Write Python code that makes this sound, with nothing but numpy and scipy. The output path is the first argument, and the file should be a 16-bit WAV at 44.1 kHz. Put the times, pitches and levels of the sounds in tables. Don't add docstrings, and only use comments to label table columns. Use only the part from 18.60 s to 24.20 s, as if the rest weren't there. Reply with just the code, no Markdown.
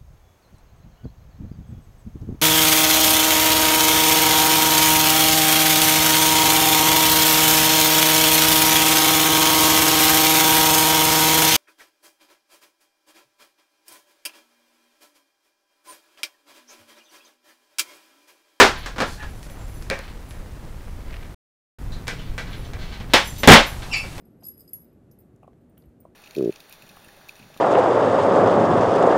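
import sys
import numpy as np
from scipy import signal
from scipy.fft import rfft, irfft, next_fast_len
from scipy.io import wavfile
from scipy.ndimage import uniform_filter1d, map_coordinates

SR = 44100
rng = np.random.default_rng(int(sys.argv[2]) if len(sys.argv) > 2 else 0)


def log_audio(samples):
    frames = np.atleast_2d(samples).T
    limited = np.clip(frames, -1, 1)
    pcm = np.round(limited * 32767).astype(np.int16)
    wavfile.write(sys.argv[1], SR, pcm)


N = 246959
TIME = np.arange(N) / SR
GAP_START_S, GAP_END_S = 2.745, 3.186


def amp(db):
    return 10 ** (np.asarray(db) / 20)


def unit(x):
    return x / np.sqrt(np.mean(x ** 2) + 1e-20)


def at_hz(points, hz):
    f, value = np.transpose(points)
    return np.interp(np.log(hz + 1), np.log(f + 1), value)


def add(mix, start_s, sound):
    part = mix[max(0, round(start_s * SR)):][:len(sound)]
    part += sound[:len(part)]


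def coloured(x, spectrum):
    size = next_fast_len(len(x))
    gain = amp(at_hz(spectrum, np.fft.rfftfreq(size, 1 / SR)))
    return unit(irfft(rfft(x, size) * gain, size)[:len(x)])


def wander(per_s):
    knots = rng.standard_normal(8192)
    return unit(map_coordinates(knots, [TIME * per_s], order=2, mode="wrap"))


def minimum_phase(gain):
    log_gain = np.log(np.maximum(gain, 1e-5))
    mirrored = np.concatenate([log_gain, log_gain[-2:0:-1]])
    return np.fft.ifft(np.exp(np.conj(signal.hilbert(mirrored)))).real


def strokes(rows, rise_s, fall_s):
    return sum(amp(db) * np.clip(np.minimum((TIME - s) / rise_s, (s + length - TIME) / fall_s), 0, 1)
               for s, length, db in rows)


def gritty(grains_per_s, spread_db):
    size = amp(spread_db * np.minimum(rng.exponential(1, N), 5))
    return size * rng.standard_normal(N) * (rng.random(N) < grains_per_s / SR)


# (frequency [Hz], t60 [s])
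GARAGE_DECAY = [(100, 0.24), (300, 0.19), (550, 0.21), (850, 0.26), (1900, 0.26), (4800, 0.27),
                (9000, 0.26), (15000, 0.24)]
# (delay [s], gain [ratio])
REFLECTIONS = [(.0034, 0.15), (.0087, -0.11), (0.0145, 0.027)]


def garage(direct_gain=0.4, build_s=0.0016):
    hz, t, noise = signal.stft(rng.standard_normal(SR // 2), SR, nperseg=256)
    decay = amp(-60 * t / at_hz(GARAGE_DECAY, hz)[:, None])
    tail = signal.istft(noise * decay, SR, nperseg=256)[1]
    tail *= 1 - np.exp(-(np.arange(len(tail)) / SR / build_s) ** 2)
    response = tail / np.linalg.norm(tail)
    response[0] += direct_gain
    for delay_s, gain in REFLECTIONS:
        add(response, delay_s, np.array([gain]))
    return response / np.linalg.norm(response)


def in_garage(x):
    return signal.fftconvolve(x, garage())[:N]


# (frequency [Hz], level [dB])
KNOCK_SPECTRUM = [(40, -25.5), (130, -18), (240, -7), (500, 0.5), (1000, -2.5), (2000, -2.5), (3500, -8),
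                  (5500, -10.5), (8000, -19), (11000, -27.5), (16000, -34)]
# (frequency [Hz], level [dB])
TICK_SPECTRUM = [(1000, -6.5), (3000, -7), (4400, 1), (5800, -11), (7200, -6.5), (10500, -17), (16000, -26)]
# (frequency [Hz], level [dB], t60 [s])
FLEX_MODES = [(54.6, -15.5, 0.042), (104.2, 1, 0.068), (160.6, 4.5, 0.086), (221, 1, 0.15)]


def knock(modes, force_db, tilt_db_per_oct, thump_db, tick_db, tick_s=0.00069):
    hz, t = np.fft.rfftfreq(4096, 1 / SR), np.arange(4096) / SR
    peaks = sum(amp(db) ** 2 / (1 + (2 * (hz - f) / width) ** 2) for f, width, db in modes)
    tilt_db = tilt_db_per_oct * np.log2(np.clip(hz, 300, 9000) / 1500)
    body = amp(at_hz(KNOCK_SPECTRUM, hz) + tilt_db) * np.sqrt(1 + peaks)
    sound = amp(22.5) * signal.fftconvolve(garage(), minimum_phase(unit(body)))
    tick = coloured(rng.standard_normal(len(t)), TICK_SPECTRUM) * np.exp(-t / tick_s)
    thump = sum(amp(db - 60 * t / t60) * np.sin(2 * np.pi * f * rng.uniform(.9, 1.1) * t)
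                for f, db, t60 in FLEX_MODES)
    add(sound, 0, amp(20.5 + tick_db) * tick / np.linalg.norm(tick))
    add(sound, 0, amp(23 + thump_db) * thump / np.linalg.norm(thump))
    return amp(force_db) * sound


# (time [s], force [dB], tilt [dB/oct], relative thump [dB], relative tick [dB])
BOARD_HITS = [ (0.000, 5.5, -1, -27, -19), (0.009, 0, 0.5, -30, -12), (0.027, -4, -7, -22, -26),
              (0.051, -15, -0.5, -24, -16), (0.261, -23, 1, -15.5, -16), (0.362, -27.5, -1.5, -20, -20),
              (0.383, -18, -1, -8.5, -35), (0.404, -11, -1.5, -26, -21), (0.421, -15.5, -2.5, -8, -14),
              (0.627, -28.5, -1, -26, -17), (4.402, -31.5, -1.5, 2, -23), (4.518, -34, -14, -8, -20),
              (4.5359, -2.5, 0.5, -18, -11.5), (4.539, -0.5, 0, -17.5, -10.5), (4.834, -10, -1, -11, -19),
              (4.8752, 10, -3, -7.5, -10), (4.887, 12, -4, -12, -14.5), (4.905, 6, -2, 2, -3),
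              (4.920, 9.5, -2, -6.5, -4), (4.936, 3.5, 0.5, -6, -7), (5.439, -29, -2.5, -11, -24),
              (5.581, -28, -5, -22, -13)]
# (frequency [Hz], width [Hz], peak re knock spectrum [dB])
FIRST_BOARD_MODES = [(257, 54, 5), (356, 84, 3.5), (531.4, 50, 4.5), (807, 19, 4.5), (1007, 110, 4),
                     (1370, 350, 4), (1660, 130, 5.5), (3405, 450, -2.5)]
SECOND_BOARD_MODES = [(260, 71, 2), (358, 200, 1.5), (558, 70, 3.5), (850, 110, 3), (1080, 45, 4.5),
                      (1600, 54, 3), (2070, 540, 4.5), (3350, 1100, 6.5)]


def board_knocks():
    out = np.zeros(N)
    for s, *hit in BOARD_HITS:
        add(out, s, knock(FIRST_BOARD_MODES if s < GAP_START_S else SECOND_BOARD_MODES, *hit))
    return out


# (frequency [Hz], level [dB])
ROLL_SPECTRUM = [(60, -2.5), (150, 6.5), (250, -0.5), (500, -5), (1000, -11), (1700, -15), (3000, -24),
                 (6000, -28.5), (15000, -48.5)]
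DRONE_SPECTRUM = [(60, -29), (95, -2.5), (125, 2), (170, -7.5), (260, -12), (600, -44.5)]
GRIND_SPECTRUM = [(100, -4), (300, -16.5), (750, 6), (1500, -3.5), (3000, -16), (8000, -37)]
# (start [s], length [s], level [dB])
RIDER_LEANS = [(0.90, 0.29, -45.5), (4.28, 0.26, -49), (5.0, 0.69, -45)]


def rolling(first_db=-44.5, second_db=-42, drone_db=-42.5, uneven_db=-0.83):
    second_board = TIME > GAP_START_S
    roll_gain = amp(np.where(second_board, second_db, first_db))
    roll = coloured(gritty(grains_per_s=2400, spread_db=-0.5), ROLL_SPECTRUM) * roll_gain
    drone = coloured(rng.standard_normal(N), DRONE_SPECTRUM) * amp(drone_db) * second_board
    lean = strokes(RIDER_LEANS, rise_s=0.13, fall_s=0.3)
    grind = coloured(gritty(grains_per_s=2400, spread_db=1.0), GRIND_SPECTRUM) * lean
    return (roll + drone + grind) * amp(uneven_db * wander(32))


# (frequency [Hz], level [dB])
RUMBLE_SPECTRUM = [(8, -8), (20, 2), (35, 1.5), (60, -4), (110, -9), (170, -25.5), (300, -26), (1000, -65)]
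HISS_SPECTRUM = [(200, 13.5), (2000, 6), (6000, -7.5), (15000, -5)]
# (start [s], length [s], level [dB])
RUMBLE_SWELLS = [(0.95, 0.11, -43), (1.88, 0.87, -35), (3.12, 0.28, -32.5), (3.65, 0.13, -27.5),
                 (4.85, 0.23, -25)]


def rumble_and_hiss(rumble_db=-35, lumpy_db=2.0, hiss_db=-52.5):
    swells = strokes(RUMBLE_SWELLS, rise_s=0.044, fall_s=0.052)
    strength = np.hypot(amp(rumble_db), swells) * amp(lumpy_db * wander(12))
    rumble = coloured(rng.standard_normal(N), RUMBLE_SPECTRUM) * strength
    hiss = coloured(rng.standard_normal(N), HISS_SPECTRUM) * amp(hiss_db)
    return rumble + hiss


# (frequency [Hz], level [dB])
SCUFF_SPECTRUM = [(300, -10), (1000, 1), (2000, 2), (3000, 2), (4300, -0.5), (5500, -9.5), (7500, -19),
                  (15000, -45)]
# (start [s], length [s], level [dB], tilt [dB/oct])
SOLE_SCUFFS = [(0.15, 0.15, -40.5, 0), (0.45, 0.13, -45.5, 14), (1.358, 0.17, -45.5, -2),
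               (2.445, 0.24, -53, -6), (3.315, 0.065, -43, -3), (3.564, 0.18, -49, 0.5),
               (3.865, 0.06, -40, -2.5), (3.906, 0.074, -41, 1), (4.005, 0.07, -42.5, 1.5),
               (4.176, 0.24, -44, 1), (4.49, 0.09, -41.5, 2), (4.757, 0.06, -35.5, 9.5),
               (5.115, 0.67, -47.5, -0.5)]


def scuffs(uneven_db=2.2):
    out = np.zeros(N)
    grains = gritty(grains_per_s=1100, spread_db=5.0) * amp(uneven_db * wander(40))
    for s, length, db, tilt in SOLE_SCUFFS:
        span = (TIME >= s) & (TIME < s + length)
        spectrum = [(hz, band_db + tilt * np.log2(hz)) for hz, band_db in SCUFF_SPECTRUM]
        envelope = strokes([(s, length, db)], rise_s=0.0084, fall_s=0.059)[span]
        add(out, s, coloured(grains[span], spectrum) * envelope)
    return out


WASHER_MODES_HZ = [6064, 7330, 9680, 10080, 11186, 12780, 13890]
WASHER_MODES_DB = [-4, -1.5, -1, 0, -1.5, -7, -1]
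# (time [s], level [dB], favoured mode [Hz])
CLEAR_TINKLES = [(0.169, -57, 10080), (0.465, -55, 10080), (0.895, -58, 9680), (1.088, -65, 13890),
                 (1.133, -56, 13890), (1.681, -58, 10080), (1.735, -67, 13890), (4.639, -48, 13890),
                 (4.663, -43, 7330), (4.778, -43.5, 13890), (5.055, -45, 13890), (5.075, -52, 9680),
                 (5.355, -51, 10080)]
# (start [s], length [s], level [dB])
JIGGLE_SPANS = [(0.526, 0.27, -66.5), (0.937, 0.24, -63.5), (3.871, 0.16, -64)]


def washers(rattle_s=0.0069, spread_db=3, width_hz=150, favour_db=6, jiggles_per_s=23):
    out, t, mode_hz = np.zeros(N), np.arange(4096) / SR, np.array(WASHER_MODES_HZ)
    modes = np.sin(2 * np.pi * mode_hz[:, None] * t) * t * np.exp(-np.pi * width_hz * t)
    faint = [(s + rng.random() / jiggles_per_s, db, rng.choice(mode_hz))
             for start, length, db in JIGGLE_SPANS
             for s in np.arange(start, start + length, 1 / jiggles_per_s)]
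    for s, db, favoured_hz in CLEAR_TINKLES + faint:
        chatter = rng.standard_normal(len(t)) * t * np.exp(-t / rattle_s)
        mode_db = WASHER_MODES_DB + spread_db * rng.standard_normal(len(mode_hz))
        mode_db[np.argmin(abs(mode_hz - favoured_hz))] += favour_db
        ring = signal.fftconvolve(chatter, amp(mode_db) @ modes)[:len(t)]
        add(out, s, amp(db) * unit(ring))
    return out


# (frequency [Hz], level [dB])
BEARING_SPECTRUM = [(500, -24), (2000, 3), (5000, 2.5), (10000, -0.5), (15000, -11)]
# (time [s], level [dB], decay [dB/s])
BEARING_SPINS = [(0.45, -56.5, 2), (4.559, -48.5, 0.5)]


def bearings(spin_up_s=0.04):
    spin = sum(np.clip((TIME - s) / spin_up_s, 0, 1) * amp(db - decay * np.maximum(TIME - s, 0))
               for s, db, decay in BEARING_SPINS)
    return coloured(gritty(grains_per_s=11000, spread_db=1.5), BEARING_SPECTRUM) * spin


# (start [s], length [s], pitch [Hz], onset offset [Hz], level [dB], half-harmonics [dB])
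SOLE_SLIPS = [(0.554, 0.1, 1700, -32, -42.5, -9), (3.313, 0.032, 3830, 0, -50, -12),
              (3.573, 0.036, 2930, -500, -46.5, -14), (5.294, 0.1, 2656, 103, -29, -29),
              (5.325, 0.027, 2291, 398, -20.5, -22.5)]
SQUEAK_HARMONICS_DB = [2, -5.5, -16.5]


def squeaks(jitter=0.03, flutter_db=5.5, firm_db=-27, settle_s=0.00506, dulling_db_per_db=0.3):
    out, firmest_db = np.zeros(N), max(row[4] for row in SOLE_SLIPS)
    for s, length, hz, offset_hz, db, halves_db in SOLE_SLIPS:
        t = np.arange(0, length, 1 / SR)
        rasp = jitter * amp(np.clip(firm_db - db, 0, 20) / 2)
        pitch_hz = (hz + offset_hz * np.exp(-t / settle_s)) * (1 + rasp * wander(1219)[:len(t)])
        phase = 2 * np.pi * np.cumsum(pitch_hz) / SR
        step_db = dulling_db_per_db * (db - firmest_db)
        tone = sum(amp(harmonic_db + k * step_db) * np.sin((k + 1) * phase)
                   for k, harmonic_db in enumerate(SQUEAK_HARMONICS_DB))
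        tone = unit(tone * (1 + 2 * amp(halves_db) * np.cos(phase / 2)))
        pressure = np.sin(np.pi * (t / length) ** 0.87)
        add(out, s, tone * pressure * amp(db + flutter_db * wander(359)[:len(t)]))
    return out


# (time [s], force [dB], tilt [dB/oct], relative thump [dB], relative tick [dB])
WHEEL_HITS = [ (0.830, -41.5, 10, -20, -2), (0.853, -50, 19, -20, 0), (0.899, -42.5, -2.5, -18, -2),
              (1.082, -49, 4, -20, 0), (1.224, -44, 10, -20, 3), (1.3007, -15.5, -3, -12, -6),
              (1.31, -17.5, -3, -32, -19), (1.328, -28.5, 2, -14, -26), (1.3905, -32.5, -2.5, -20, -4.5),
              (1.709, -41.5, 4, -10, -0.5), (3.471, -27.5, 1.5, -24, -18), (3.481, -19.5, 1, -11, -10),
              (3.78, -21, 0, -13, -17), (4.135, -31.5, -1.5, -14, -12)]
# (frequency [Hz], width [Hz], peak re knock spectrum [dB])
FIRST_WHEEL_MODES = [(550, 25, 13.5), (1200, 34, 1), (1620, 71, 11), (1870, 90, 10.5), (2315, 80, 12),
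                     (2490, 110, 9.5), (4500, 540, -14)]
SECOND_WHEEL_MODES = [(478, 22, 9.9), (1575, 110, 9), (1980, 70, 7), (2320, 110, 10), (3300, 160, 3),
                      (3850, 230, 4.2)]


def wheel_knocks():
    out = np.zeros(N)
    for s, *hit in WHEEL_HITS:
        add(out, s, knock(FIRST_WHEEL_MODES if s < GAP_START_S else SECOND_WHEEL_MODES, *hit))
    return out


# (start [s], length [s], level [dB])
GRIT_SPANS = [(2.48, 0.19, -49)]
# (frequency [Hz], level [dB])
GRIT_SPECTRUM = [(500, -27), (1200, -3.5), (2000, 2), (3400, -7), (4800, -13), (8000, -26)]


def grit_crunch(cracks_per_s=170, crack_s=0.0024):
    cracks = 1.0 * (rng.random(N) < cracks_per_s / SR)
    bursts = signal.lfilter([1], [1, -np.exp(-1 / (crack_s * SR))], cracks)
    envelope = strokes(GRIT_SPANS, rise_s=0.012, fall_s=0.012)
    return coloured(bursts * rng.standard_normal(N), GRIT_SPECTRUM) * envelope


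def scene():
    mix = board_knocks() + wheel_knocks() + rolling() + bearings() + rumble_and_hiss() + grit_crunch()
    return (mix + in_garage(scuffs()) + in_garage(squeaks()) + in_garage(washers()))[None]


def record(dry, ceiling=0.99, cutoff_hz=15700):
    clipped = np.clip(dry, -ceiling, ceiling)
    audible = (TIME < GAP_START_S) | (TIME > GAP_END_S)
    gate = uniform_filter1d(audible * 1., size=64)
    low_pass = signal.firwin(511, cutoff_hz, window=("kaiser", 9), fs=SR)
    return signal.oaconvolve(clipped * gate, low_pass[None], "same", axes=1)


dry = scene()
out = record(dry)
log_audio(out)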